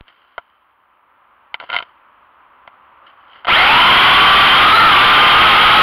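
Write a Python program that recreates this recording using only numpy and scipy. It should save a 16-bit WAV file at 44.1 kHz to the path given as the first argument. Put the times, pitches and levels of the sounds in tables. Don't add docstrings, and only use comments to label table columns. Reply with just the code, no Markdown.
import sys
import numpy as np
from scipy import signal
from scipy.fft import rfft, irfft, next_fast_len
from scipy.io import wavfile
from scipy.ndimage import uniform_filter1d

SR = 44100
rng = np.random.default_rng(int(sys.argv[2]) if len(sys.argv) > 2 else 0)


def master(y):
    cut = np.clip(np.atleast_2d(y).T, -1, 1)
    pcm = np.round(cut * 32767)
    wavfile.write(sys.argv[1], SR, pcm.astype(np.int16))


N = 256662
T = np.arange(N) / SR
START_S = 3.458

# frequency in Hz, relative level in dB.
RATTLE_COLOUR = [(30, -14), (250, -18.5), (550, -16), (750, -3), (1000, -1.5), (1400, 5), (1700, -5),
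                 (2130, 0.5), (2500, -3.5), (3120, 0), (3600, -3.5), (4600, -11.5), (7000, -27)]


def amp(db):
    return 10 ** (np.asarray(db) / 20)


def evened(x):
    return x / np.sqrt(np.mean(x ** 2) + 1e-20)


def curves(rows):
    s, *columns = np.transpose(rows)
    return [np.interp(T, s, c) for c in columns]


def gain_at(points, hz):
    f, db = np.transpose(points)
    return amp(np.interp(np.log(hz + 1), np.log(f + 1), db))


def coloured(x, points):
    size = next_fast_len(len(x) + SR // 10)
    response = gain_at(points, np.fft.rfftfreq(size, 1 / SR))
    return irfft(rfft(x, size) * response, size)[:len(x)]


def wander(rate_hz):
    hz = np.fft.rfftfreq(N, 1 / SR)
    low_pass = np.exp(-(hz / rate_hz) ** 2) * (hz > 0)
    return evened(irfft(rfft(rng.standard_normal(N)) * low_pass, N))


def add(mix, s, sound):
    part = mix[max(round(s * SR), 0):][:len(sound)]
    part += sound[:len(part)]


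def rotors(surge_db=0.18):
    # time in seconds, speed in Hz.
    throttle_points = [(START_S, 0), (3.5, 335), (3.575, 685), (3.65, 795), (3.79, 1020), (3.9, 1065),
                       (4.15, 1145), (4.52, 1180), (4.65, 1245), (4.97, 1175), (5.82, 1288)]
    # share of the throttle speed, drift in Hz per second as the craft trims itself,
    # share of a tilt correction, how well it shakes the microphone in dB.
    motors = [(1, 0, 1, 0), (.97, 4, .95, -3), (.945, -56, 1.2, -4), (.89, -18, -.9, -6.5)]
    whine_db, whine_growth_db = -12.3, 6
    whine_swell_db = .032
    rattle_db, rattle_growth_db = -5, 14
    attack_s = 0.027

    throttle = curves(throttle_points)[0]
    steer = correction()
    running_s = np.maximum(T - START_S, 0)
    speeds = [np.maximum(share * throttle + drift * running_s + lean * steer, 1)
              for share, drift, lean, _ in motors]
    decades = np.log10(np.maximum(throttle, 1) / 10 ** 3)
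    whine = sum(amp(row[-1]) * motor(hz) for row, hz in zip(motors, speeds))
    whine = whine * amp(whine_db + whine_growth_db * decades + whine_swell_db * steer)
    rattle = evened(coloured(sum(gears(hz) for hz in speeds), RATTLE_COLOUR))
    rattle = rattle * amp(rattle_db + rattle_growth_db * decades + surge_db * wander(40.5))
    return (whine + rattle) * np.minimum(running_s / attack_s, 1) ** 2


def motor(shaft_hz):
    orders = [2 / 3, 1, 4 / 3, 2, 3, 6]
    # relative level in dB at 1 kHz shaft speed, growth in dB per tenfold speed,
    # extra level in dB under full accelerating current.
    tones = [(-9.5, 26, 0), (1.5, 28, 0), (-5.5, 18, 0), (-18, 10, 0), (-2.5, 12, 8), (-15, 10, 23)]
    # frequency in Hz, gain in dB.
    frame_path = [(150, -16), (500, -6), (750, -3), (1050, -1), (1350, 1), (1700, -6), (2130, 2),
                  (2550, -7), (2900, -4), (3130, 4), (3600, -7), (4150, -5), (5000, -12), (7000, -25)]
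    full_current = 2200

    unsteady_hz = shaft_hz * (1 + .004 * wander(15) + .009 * wander(200))
    turns = np.cumsum(unsteady_hz) / SR
    speeding_up = np.maximum(uniform_filter1d(np.gradient(shaft_hz) * SR, size=1500), 0)
    current = np.tanh(speeding_up / full_current)
    out = np.zeros(N)
    for k, (db, growth_db, load_db) in zip(orders, tones):
        flutter_db = 2.6 * wander(30)
        level = amp(db + growth_db * np.log10(shaft_hz / 10 ** 3) + load_db * current + flutter_db)
        tone = np.sin(2 * np.pi * (k * turns + rng.random()))
        out += level * gain_at(frame_path, k * shaft_hz) * tone
    return out


def correction():
    # middle in seconds, length in seconds, change of shaft speed in Hz.
    tilts = [(4.815, .32, 185), (4.94, .12, -30), (5.45, .14, 55)]
    return sum(hz * np.cos(np.pi * np.clip((T - s) / length, -.5, .5)) ** 2 for s, length, hz in tilts)


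def gears(shaft_hz, gear_ratio=6.2, depth=0.47):
    prop_turns = np.cumsum(shaft_hz) / SR / gear_ratio + rng.random()
    return rng.standard_normal(N) * (1 + depth * np.cos(2 * np.pi * prop_turns))


def blows():
    # start in seconds, peak in dB, brightness in dB per octave,
    # frequency in Hz most excited at the point of contact.
    hits = [(0.081, -32.5, .5, 2800), (.38, -12, -8, 1230), (1.5427, -8, -0.5, 2170),
            (1.6006, -16, -1, 1400), (1.701, -11, -3, 2490), (1.718, -17, -2, 1400),
            (1.729, -9.5, -3, 3100), (1.737, -8, -2.5, 1400), (1.744, -6, -2, 1000),
            (1.754, -10.5, -1.5, 1350), (1.764, -2, 0, 2170), (1.776, -13.5, -1, 3500),
            (1.787, -8, -0.5, 2830), (1.825, -18.5, -2.5, 3100), (2.676, -24, -6.5, 2110),
            (3.447, -17, -2, 1500), (3.452, -15, -5, 3100), (3.47, -9.5, -5.5, 2100), (3.483, -7, -4, 3000)]
    out = np.zeros(N)
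    for s, peak_db, tilt_db, centre_hz in hits:
        add(out, s, strike(peak_db, tilt_db, centre_hz))
    return out


def strike(peak_db, tilt_db, centre_hz, crack_db=-4, crack_t60=0.041, accent_db=6, contact_s=0.00042):
    # frequency in Hz, relative level in dB, 60 dB decay in seconds.
    modes = [(571, -15.5, 0.027), (701, -8.5, 0.038), (982, -4.5, 0.032), (1112, -17, 0.029),
             (1380, 0, 0.037), (1520, -5, 0.029), (1975, -3, 0.0074), (2100, 2, 0.019), (2730, -6.5, 0.02),
             (3070, 4, 0.017), (3720, 2, 0.011), (4410, 9.5, 0.0039)]
    t = np.arange(SR // 10) / SR
    hz, db, t60 = np.transpose(modes)[:, :, None]
    share = amp(db) * rng.choice([-1, 1], hz.shape)
    ring = (share * np.sin(2 * np.pi * hz * t) * np.exp(-np.log(1000) * t / t60)).sum(0)
    crack = evened(coloured(rng.standard_normal(len(t)), RATTLE_COLOUR))
    crack = crack * np.exp(-np.log(1000) * t / crack_t60)
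    hit = coloured(ring + amp(crack_db) * crack, [(500, -2 * tilt_db), (4000, tilt_db)])
    half_octave = np.sqrt(2)
    hit = coloured(hit, [(centre_hz / half_octave, 0), (centre_hz, accent_db), (centre_hz * half_octave, 0)])
    hit = hit * (1 - np.exp(-t / contact_s))
    return amp(peak_db) * hit / abs(hit).max()


def chatter(centre_hz=1350, spread_octaves=0.39, unevenness=0.152):
    # start in seconds, length in seconds, typical peak in dB, brightness in dB per octave.
    spells = [(1.613, .03, -26.5, -11.5), (1.689, .028, -23.5, -7), (1.792, .016, -19.5, -3.5)]
    gap_s, spread_db = .011, 2.5
    out = np.zeros(N)
    for start, length, peak_db, tilt_db in spells:
        for s in np.arange(start, start + length, gap_s):
            late, force, spot = rng.standard_normal(3)
            tap = strike(peak_db + spread_db * force, tilt_db, centre_hz * 2 ** (spread_octaves * spot))
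            add(out, s + unevenness * gap_s * late, tap)
    return out


def bump(s=0.00943, push_db=-30, push_s=0.0063):
    u = np.maximum(T - s, 0) / push_s
    push = (T > s) * (1 - u) * np.exp(-u)
    return amp(push_db) * coloured(push, [(900, 2.0), (4000, 15.5), (7000, -42)])


def handling(grain_db=3):
    # loudest moment in seconds, level there in dB, rise and fall over 20 dB in seconds.
    strokes = [(.088, -46.5, .02, 0.052), (.2, -54.5, 0.28, 0.6), (1.612, -37, 0.019, 0.079),
               (1.72, -38, 0.061, 0.16), (3.075, -45, 0.024, 0.063), (3.37, -42.5, 0.16, 0.088)]
    # frequency in Hz, relative level in dB.
    rub_colour = [(30, -33), (400, -7), (900, -7.5), (1400, 5.5), (1800, -3.5), (2130, 0), (2500, -10),
                  (3080, 5), (3500, -9), (4700, -11), (7000, -34)]
    grains = rng.standard_normal(N) * amp(grain_db * wander(170))
    rub = evened(coloured(grains, rub_colour))
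    swell = sum(amp(db - 20 * np.maximum((s - T) / rise, (T - s) / fall)) for s, db, rise, fall in strokes)
    return rub * swell


def yard(lift_db=1):
    # time in seconds, level in dB.
    level_points = [(0, -59), (.9, -57.5), (1.4, -53), (3.4, -48.5)]
    # frequency in Hz, relative density in dB per Hz.
    hiss_colour = [(15, -43), (25, -27), (64, -14), (163, -24), (252, -17.5), (500, -19), (534, -12),
                   (680, -13.5), (1030, -2), (1290, -4), (1750, -14.5), (3040, -22), (4830, -39),
                   (6280, -83), (10600, -120)]
    swell_db = .3 * wander(12)
    hiss = evened(coloured(rng.standard_normal(N), hiss_colour))
    return amp(curves(level_points)[0] + lift_db + swell_db) * hiss


def scene():
    return (rotors() + blows() + chatter() + bump() + handling() + yard())[None]


def record(dry, ceiling=0.48, hiss_db=-84):
    # frequency in Hz, gain in dB.
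    recorder_response = [(20, -1.5), (3100, 0.5), (3900, -7.5), (4700, -10.5), (5500, -21.5), (6200, -32.5),
                         (7050, -26.5), (7600, -32.5), (8000, -41), (8400, -29.5), (9300, -18),
                         (11000, -13.5), (15500, -19)]
    knee = 8
    edge_hz = 15750
    clipped = dry[0] / (1 + abs(dry[0] / ceiling) ** knee) ** (1 / knee)
    hiss = coloured(rng.standard_normal(N), [(6500, -13), (8000, -18), (9300, 1), (15000, 6)])
    stored = coloured(clipped, recorder_response) + amp(hiss_db) * hiss
    low_pass = signal.firwin(1023, edge_hz, window=("kaiser", 9), fs=SR)
    return signal.oaconvolve(stored, low_pass, "same")[None]


dry = scene()
out = record(dry)
master(out)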